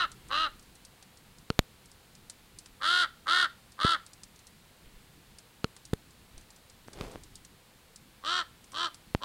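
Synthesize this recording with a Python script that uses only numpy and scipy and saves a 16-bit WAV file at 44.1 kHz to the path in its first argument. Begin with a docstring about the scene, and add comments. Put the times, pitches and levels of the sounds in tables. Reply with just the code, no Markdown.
"""Thin, nearly still air murmurs on a mountain top: shaped noise that swells and drifts.
From the start a raven croaks in short runs: pulses rattle, ring its windpipe and beak, and echo off rocks.
Soon sleet ticks nearby (short noise bursts) and soft buffets brush the microphone (swells of low noise).
From 1.5 s some grains strike the microphone: a shove, a crack and a ringing casing.
Near 7 s one gust rises fast and falls more slowly: shaped noise with crackles."""
import sys
import numpy as np
from scipy import signal
from scipy.fft import next_fast_len
from scipy.io import wavfile
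from scipy.ndimage import uniform_filter1d

SR = 44100
rng = np.random.default_rng(int(sys.argv[2]) if len(sys.argv) > 2 else 0)


def generate_wav(sig):
    """Save sig (samples, or channels by samples) to the path in sys.argv[1] as 16-bit PCM at SR."""
    pcm = np.round(np.clip(np.atleast_2d(sig).T, -1, 1) * 32767).astype(np.int16)
    wavfile.write(sys.argv[1], SR, pcm)


N = 407484
TIME = np.arange(N) / SR


def gain_of(db):
    """Turns decibels into a plain multiplier."""
    return 10 ** (np.asarray(db) / 20)


def evened(x):
    """Scales a sound to an average strength (rms) of one."""
    return x / np.sqrt(np.mean(x ** 2) + 1e-20)


def smooth(x, seconds):
    """Runs a moving average twice, each of the given length."""
    size = max(int(seconds * SR), 1)
    once = uniform_filter1d(x, size)
    return uniform_filter1d(once, size)


def steadied(x):
    """Holds the strength near one from moment to moment, but keeps the single pulses."""
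    power = abs(smooth(x ** 2, 0.022))
    return x / np.sqrt(power + 1e-14)


def wander(size, seconds):
    """A smoothed random curve around zero; more seconds make it slower."""
    curve = evened(smooth(rng.standard_normal(size + 4000), seconds))
    return curve[2000:2000 + size]


def ramp(u):
    """Eases from 0 to 1 as u does, then holds."""
    return np.sin(np.pi / 2 * np.clip(u, 0, 1))


def add(mix, s, sound):
    """Mixes a sound in at time s; what comes before time zero is dropped."""
    at = round(s * SR)
    sound = sound[max(-at, 0):]
    part = mix[max(at, 0):][:len(sound)]
    part += sound[:len(part)]


def coloured(x, points):
    """Boosts and cuts pitches to follow (f/Hz, level/dB) points, with no sound ahead of its cause."""
    size = next_fast_len(len(x) + 4096)
    hz, db = np.transpose(points)
    bin_hz = abs(np.fft.fftfreq(size, 1 / SR))
    bin_db = np.interp(np.log(bin_hz + 1), np.log(hz), db)
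    # the Hilbert transform finds the timing (phase) that goes with these levels
    response = np.exp(np.conj(signal.hilbert(np.log(gain_of(bin_db)))))
    return np.fft.ifft(np.fft.fft(x, size) * response).real[:len(x)]


def band(x, hz, kind, order=2):
    """Keeps the highs, the lows or a band, with a Butterworth filter."""
    return signal.sosfilt(signal.butter(order, hz, kind, fs=SR, output="sos"), x)


def resonate(x, modes, factor):
    """Rings side-by-side resonances whose pitches all move with one factor."""
    out = 0
    for hz, width, db in modes:
        # shift the resonance down to zero pitch, smooth there, and shift it back
        turn = np.exp(2j * np.pi * np.cumsum(hz * factor * np.ones(len(x))) / SR)
        r = np.exp(-np.pi * width / SR)
        ringing = turn * signal.lfilter([1 - r], [1, -r], x / turn)
        out = out + gain_of(db) * ringing.real
    return out


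# colour of the still air's noise: f/Hz, level/dB (relative)
AIR_COLOUR = [(15, -19.5), (25, -5.5), (184, -7.5), (284, -11.5), (513, -7), (557, -13.5), (955, -16.5),
              (1250, -19), (2730, -21), (4330, -21.5), (5670, -28), (8270, -26.5), (15800, -31.5)]
# swell of the murmur, before its small boost and random drift: t/s, level/dB
MURMUR_SWELL = [(0.0, -57), (1.0, -62), (6.87, -62), (7.05, -59), (7.59, -63.5), (9.14, -60.5),
                (9.24, -61.5)]


def air(low_db=1.5, hiss_db=-59.0, hiss_follows=0.42):
    """A low murmur of moving air under a thin hiss, which swells with it but less."""
    swell_db = np.interp(TIME, *np.transpose(MURMUR_SWELL))
    drift_db = 1.5 * wander(N, 0.055)
    noise = coloured(rng.standard_normal(N), AIR_COLOUR)
    murmur = evened(band(noise, 427, "low")) * gain_of(swell_db + low_db + drift_db)
    hiss_level_db = hiss_db + hiss_follows * (swell_db - swell_db.mean())
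    hiss = evened(band(noise, 377, "high", order=3)) * gain_of(hiss_level_db)
    return murmur + hiss


FIRST_FLUTTER_HZ, SLOWING_S = 104.2, 0.065  # the rattle moves from this rate to the croak's own rate


def syrinx(t, turns, rattle, flutter_hz, shimmer_db=-1.0, chop_db=25, breath=0.032):
    """The voice box: sharp pulses, where a slower flutter lets one through and smothers the next few."""
    at = np.flatnonzero(np.diff(np.floor(turns), prepend=-1))  # one pulse a turn
    rate = flutter_hz + (FIRST_FLUTTER_HZ - flutter_hz) * np.exp(-(t / SLOWING_S) ** 2)
    flutter = np.cumsum(rate * (1 + 0.09 * wander(len(t), 0.0078))) / SR
    # each flutter cycle begins on a pulse, and the following pulses weaken
    starts = np.diff(np.floor(flutter[at]), prepend=-1) > 0
    count = np.arange(len(at))
    age = count - np.maximum.accumulate(count * starts)
    smothered = 1 - np.exp(-(age * (0.42 + rattle[at] ** 4)) ** 2)
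    # each pulse comes a hair early or late, which blurs the high harmonics
    slip = np.round(0.000022 * SR * rng.standard_normal(len(at))).astype(int)
    shimmer = shimmer_db * rattle[at] * rng.standard_normal(len(at))
    pulse_db = shimmer - chop_db * rattle[at] * smothered
    pulses = np.zeros(len(t))
    pulses[np.clip(at + slip, 0, len(t) - 1)] = gain_of(pulse_db)
    # a puff of turbulence follows each pulse
    puff_shape = signal.lfilter([1], [1, -np.exp(-1 / (0.0046 * SR))], pulses)
    return pulses + breath * puff_shape * rng.standard_normal(len(t))


SLACK_HZ, SAG_S, SAG_POWER = 242.3, 0.075, 2.3  # pitch climbs from slack, and sags back as breath runs out
SWELL_POWER, FADE_POWER = 0.99, 1.58  # the bend of the attack and of the release
FIRST_RATTLE, SETTLE_S = 0.88, 0.053  # a croak starts as a deep rattle (0-1), then firms
OPENING_S, CLOSING_S, CLOSED_DB = 0.034, 0.06, -16  # the beak opens after the start and closes at the end
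HUM_DB = -22  # shared by the hum and chest sound of all croaks, before effort and rattle shape them

# resonances of the windpipe, before the throat moves them: f/Hz, width/Hz, level/dB (relative)
WINDPIPE_MODES = [(1100, 37, 11), (1427, 100, 33), (1834, 50, 17.5)]
# smooth swing of the membranes: harmonic number, level/dB (against HUM_DB)
HUM_HARMONICS = [(1, -33.5), (2, -27), (3, -18.5)]
# colour of the beak's sound with the head level, bowed and stretched up: f/Hz, level/dB (relative)
HEAD_LEVEL = [(1350, -58), (2300, -14), (2670, 1.5), (2870, 3), (3460, -6.5), (4050, 1), (4450, -15.5),
              (4810, -13), (5240, -23), (6330, -25), (7010, -31.5), (9590, -35.5), (10700, -41),
              (15000, -58)]
HEAD_BOWED = [(1350, -83.5), (2300, -6), (2410, -11.5), (2610, -5), (2780, -5.5), (3030, 1), (3120, 1),
              (3540, 1.5), (4700, -7), (5450, -19.5), (6690, -23), (9220, -23.5), (11800, -35.5),
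              (15000, -62)]
HEAD_RAISED = [(1350, -64), (2300, -8.5), (2840, -7), (3070, 3), (3510, -3.5), (3800, -1.5), (4730, -10.5),
               (5040, -18), (5710, -14), (6580, -26), (7640, -21), (9590, -33.5), (10400, -45),
               (15000, -55)]
# when the head bows, then when it stretches up: t/s
HEAD_TIMES = [2.5, 7.5]


def croak(row, jitter=0.005, narrowing=0.12, widening_s=0.06, chest_db=-23):
    """Pulses ring the windpipe, whose resonances rise as the throat opens, and also the beak."""
    (start, length, level_db, top_hz, climb_s, attack_s, release_s,
     bright_db, held_rattle, pipe_factor, flutter_hz) = row
    t = np.arange(0, length, 1 / SR)
    left = length - t
    effort = ramp(t / attack_s) ** SWELL_POWER * ramp(left / release_s) ** FADE_POWER

    climb = 1 - np.maximum(1 - t / climb_s, 0) ** 2
    sag = 1 - np.maximum(1 - left / SAG_S, 0) ** SAG_POWER
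    hz = SLACK_HZ + (top_hz - SLACK_HZ) * climb * sag
    rattle = held_rattle + (FIRST_RATTLE - held_rattle) * np.exp(-(t / SETTLE_S) ** 2)
    rattle = np.clip(rattle, 0, 1)
    turns = np.cumsum(hz * (1 + jitter * wander(len(t), 0.003))) / SR
    drive = syrinx(t, turns, rattle, flutter_hz)

    throat = pipe_factor * (1 - narrowing * np.exp(-t / widening_s)) * (hz / 350) ** 0.15
    pipe = resonate(drive, WINDPIPE_MODES, throat)
    pipe = band(pipe, 1040 * pipe_factor, "high", order=5)
    pipe = band(pipe, 2280 * pipe_factor, "low", order=8)

    head = [HEAD_LEVEL, HEAD_BOWED, HEAD_RAISED][np.searchsorted(HEAD_TIMES, start)]
    beak = band(coloured(drive, head), 2930, "high", order=4)
    beak = band(beak, 14800, "low", order=6)
    opening = ramp(t / OPENING_S) ** 2 * gain_of(CLOSED_DB * (1 - ramp(left / CLOSING_S)))

    # the low harmonics stand out where the rattle eases
    harmonics = sum(gain_of(db) * np.cos(2 * np.pi * k * turns) for k, db in HUM_HARMONICS)
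    hum = np.sqrt(1 - rattle ** 2) * harmonics
    chest = gain_of(chest_db) * rattle * steadied(band(drive, [220, 850], "band", order=3))
    voice = steadied(pipe) + gain_of(bright_db) * opening * steadied(beak)
    return start, effort * (gain_of(level_db) * voice + gain_of(HUM_DB) * (hum + chest))


def rocks(x, t60=0.29, scatter_db=-23, near_db=-19, near_t60=0.083):
    """Quick reflections from sign and ground, then faint scatter from the slope; rough rock dulls both."""
    t = TIME[:SR // 2]
    hits = rng.random((2, len(t))) < 2500 / SR  # about 2500 reflections a second
    near, far = rng.standard_normal((2, len(t))) * hits
    # t60: seconds to fade by 60 dB
    near = band(near, 3200, "low", order=1) * gain_of(-60 * t / near_t60) * (t > 0.001)
    far = band(far, 6000, "low", order=1) * gain_of(-60 * t / t60) * (t > 0.008)
    echo = gain_of(near_db) * near / np.linalg.norm(near)
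    echo = echo + gain_of(scatter_db) * far / np.linalg.norm(far)
    return x + signal.fftconvolve(x, echo)[:N]


# one row a croak: t/s, length/s, level/dB (windpipe part, before effort and echoes),
# pitch the climb aims for f/Hz, climb/s, attack/s, release/s, beak level/dB (against the windpipe),
# held rattle 0-1, factor on the windpipe's pitches, settled flutter f/Hz (before its wander)
RAVEN_CROAKS = [(-.16, 0.23, -28, 368.2, .12, .06, 0.03, -4, 0.16, 0.93, 73.1),
                (0.293, 0.2, -29, 322.3, .145, 0.069, 0.042, -4, 0.34, 0.93, 90.4),
                (2.802, 0.27, -26, 359.6, 0.15, 0.11, 0.042, -3.5, 0.27, 0.998, 79),
                (3.258, 0.22, -25, 365.3, .108, 0.067, 0.039, -4.5, 0.36, 0.99, 69.2),
                (3.779, 0.2, -26, 338, .1, 0.098, 0.045, -5, 0.4, 0.951, 76.1),
                (8.226, 0.22, -31.5, 362.5, .13, 0.094, 0.054, -1.5, 0.36, 0.93, 83.7),
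                (8.721, 0.18, -33, 350.8, 0.12, 0.14, 0.052, 0, 0.46, 0.89, 79),
                (9.205, 0.15, -36, 352, 0.1, 0.065, 0.036, -0.5, .75, 0.8, 95)]


def raven():
    """All the croaks, with their sound thrown back by the rocks."""
    out = np.zeros(N)
    for row in RAVEN_CROAKS:
        add(out, *croak(row))
    return rocks(out)


# finer grains at random times: how many a second, middle and spread of their peaks, gain on their low part
FAINT_PER_S, FAINT_DB, FAINT_SPREAD_DB, FAINT_LOW_DB = 2.5, -45, 1.5, -7

# sleet that lands nearby: t/s, peak level/dB, gain on the part below 3.1 kHz level/dB
NEARBY_SLEET = [(0.1168, -35.5, -2), (0.85, -38, -9), (1.0258, -41.5, 7.5), (2.298, -29.5, -1),
                (2.587, -32, -18), (2.6592, -38.5, 7), (4.064, -37.5, -10), (4.133, -38, -10),
                (4.234, -34.5, -3), (4.4695, -37.5, -11), (5.3852, -37.5, 0), (5.765, -39.5, 8),
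                (5.8525, -37.5, -17), (6.3783, -39, 6), (6.9318, -38.5, 7), (7.235, -41, -14),
                (7.3554, -34.5, -18), (7.449, -40, -2), (7.9595, -38, -14), (8.7188, -38, 5),
                (8.9443, -36, 3)]
# colour of a landing grain, before its low and high parts are balanced: f/Hz, level/dB (relative)
SLEET_COLOUR = [(800, -2.5), (2500, -2.5), (3800, 6), (4700, 9.5), (6500, 6.5), (9000, 7), (11500, -6.5),
                (16000, -45)]


def ticks(crack_s=0.0037, tail_s=0.014, tail=0.28):
    """Each grain cracks on landing and leaves a short fizz; faint ones fall at random among them."""
    out, t = np.zeros(N), TIME[:SR // 16]
    times = TIME[rng.random(N) < FAINT_PER_S / SR]
    faint = [(s, FAINT_DB + FAINT_SPREAD_DB * rng.standard_normal(), FAINT_LOW_DB) for s in times]
    for s, db, low_db in list(NEARBY_SLEET) + faint:
        fading = np.exp(-t / crack_s) + tail * np.exp(-t / tail_s)
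        tick = coloured(rng.standard_normal(len(t)) * fading, SLEET_COLOUR)
        low = band(tick, 3100, "low", order=3)
        tick = band(tick, 4200, "high") + gain_of(low_db) * low
        add(out, s, gain_of(db) * tick / abs(tick).max())
    return out


GUST_START_S, GUST_PEAK_S, GUST_END_S = 6.89, 7.02, 7.21
GUST_DB, GUST_RISE_S, GUST_FALL_S = -42, 0.06, 0.13  # level of the rush at the peak, before random lumps

# soft buffets of air: t/s of the middle, length/s, level/dB at the middle
SOFT_BUFFETS = [(0.285, 0.077, -56), (.42, 0.43, -56.5), (4.87, 0.057, -51), (4.967, 0.077, -52),
                (6.37, 0.13, -52), (7.12, 0.51, -56.5)]
# colours of the buffets' and the gust's noise: f/Hz, level/dB (relative)
SOFT_COLOUR = [(20, 4), (45, 6.5), (130, -18), (300, -14), (800, -33), (3000, -25.5), (16000, -73)]
RUSH_COLOUR = [(18, -24), (30, 2.5), (148, -7.5), (373, -7.5), (403, -4.5), (709, -12.5), (894, -16),
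               (1070, -15.5), (1700, -24), (14000, -37)]


def wind(lumps_db=2, crackle_db=-15, edge_s=0.063):
    """Noise in soft buffets on the microphone, and in one crackling gust that rises faster than it falls."""
    swell = sum(gain_of(db) * np.exp(-(2 * (TIME - s) / length) ** 2) for s, length, db in SOFT_BUFFETS)
    buffets = swell * evened(coloured(rng.standard_normal(N), SOFT_COLOUR))

    t = TIME - GUST_PEAK_S
    force = np.exp(np.minimum(t / GUST_RISE_S, -t / GUST_FALL_S))
    force = force * ramp((TIME - GUST_START_S) / edge_s) * ramp((GUST_END_S - TIME) / edge_s)
    grains = rng.standard_normal(N) * (rng.random(N) < 700 / SR)  # about 700 a second
    crackle = gain_of(crackle_db) * evened(band(grains, [1200, 4500], "band"))
    rush = evened(coloured(rng.standard_normal(N), RUSH_COLOUR))
    rush = band(rush + crackle, 11000, "low")
    gust = force * gain_of(GUST_DB + lumps_db * wander(N, 0.0027)) * rush
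    return buffets + gust


# sleet that strikes the microphone: t/s, level/dB (peak of the shove, before the bass cuts), rise/s, fall/s,
# casing ring level/dB, factor on the casing's pitch, crack level/dB (both against the shove), bass cut f/Hz
STRIKES = [(1.5029, -17.5, 0.000051, 0.0015, 0, 0.98, -25, 90),
           (1.5917, -6, 0.000043, 0.0014, -21, 1.39, 1, 22),
           (3.8485, -13, 0.00056, 0.0021, -3, 0.89, -40, 110),
           (5.644, -18, 0.000059, 0.0011, 1, 0.974, -12, 100),
           (5.9328, -14, 0.00091, 0.0012, -2, 0.94, -45, 110),
           (5.9356, -22.5, 0.00044, 0.00026, -12, 1.2, 2.5, 80),
           (6.8838, -30.5, 0.0002, 0.00022, -24, 1.2, -20, 80),
           (7.0109, -25.5, 0.000032, 0.0015, -4, 0.86, -1, 60),
           (7.1578, -25.5, 0.00018, 0.00041, -24, 1.1, -16, 80),
           (9.1490, -9.5, 0.000078, 0.0013, -24, 0.64, -34, 65)]
# ringing of the camera's casing at pitch factor 1: f/Hz, level/dB (relative), time to fade by 60 dB t/s
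CASING_MODES = [(193, 2.5, 0.011), (457, -12, 0.038), (1380, -5, 0.013), (2910, -3, 0.0037),
                (4320, -6.5, 0.0088)]


def pops(sub_hz=33, crack_s=0.00098):
    """A grain cracks and shoves the diaphragm, which swings back; the casing rings by where it is hit."""
    out, t = np.zeros(N), TIME[:SR // 12]
    for s, db, rise, fall, ring_db, pitch, crack_db, bass_hz in STRIKES:
        shove = (1 - np.exp(-(t / rise) ** 2)) * np.exp(-t / fall)
        casing = sum(gain_of(level - 60 * t * pitch / t60) * np.sin(2 * np.pi * hz * pitch * t)
                     for hz, level, t60 in CASING_MODES)
        # a soft blow leaves the high modes quiet
        ring = band(casing, min(1 / (2 * rise), SR / 3), "low", order=1)
        crack = rng.standard_normal(len(t)) * np.exp(-t / crack_s)
        crack = band(crack, [1250, 4300], "band", order=1)
        blow = shove / shove.max() + gain_of(ring_db) * ring + gain_of(crack_db) * crack
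        add(out, s, gain_of(db) * band(blow, bass_hz, "high", order=1))
    return band(out, sub_hz, "high", order=1)


def scene():
    """Air, bird, sleet and wind at one microphone."""
    return (air() + raven() + ticks() + wind() + pops())[None]


def record(dry):
    """The recorder's band limit: a steep filter takes away what lies above about 15.9 kHz."""
    low_pass = signal.firwin(511, 15900, window=("kaiser", 9), fs=SR)
    return signal.oaconvolve(dry, low_pass[None], "same")


dry = scene()
out = record(dry)
generate_wav(out)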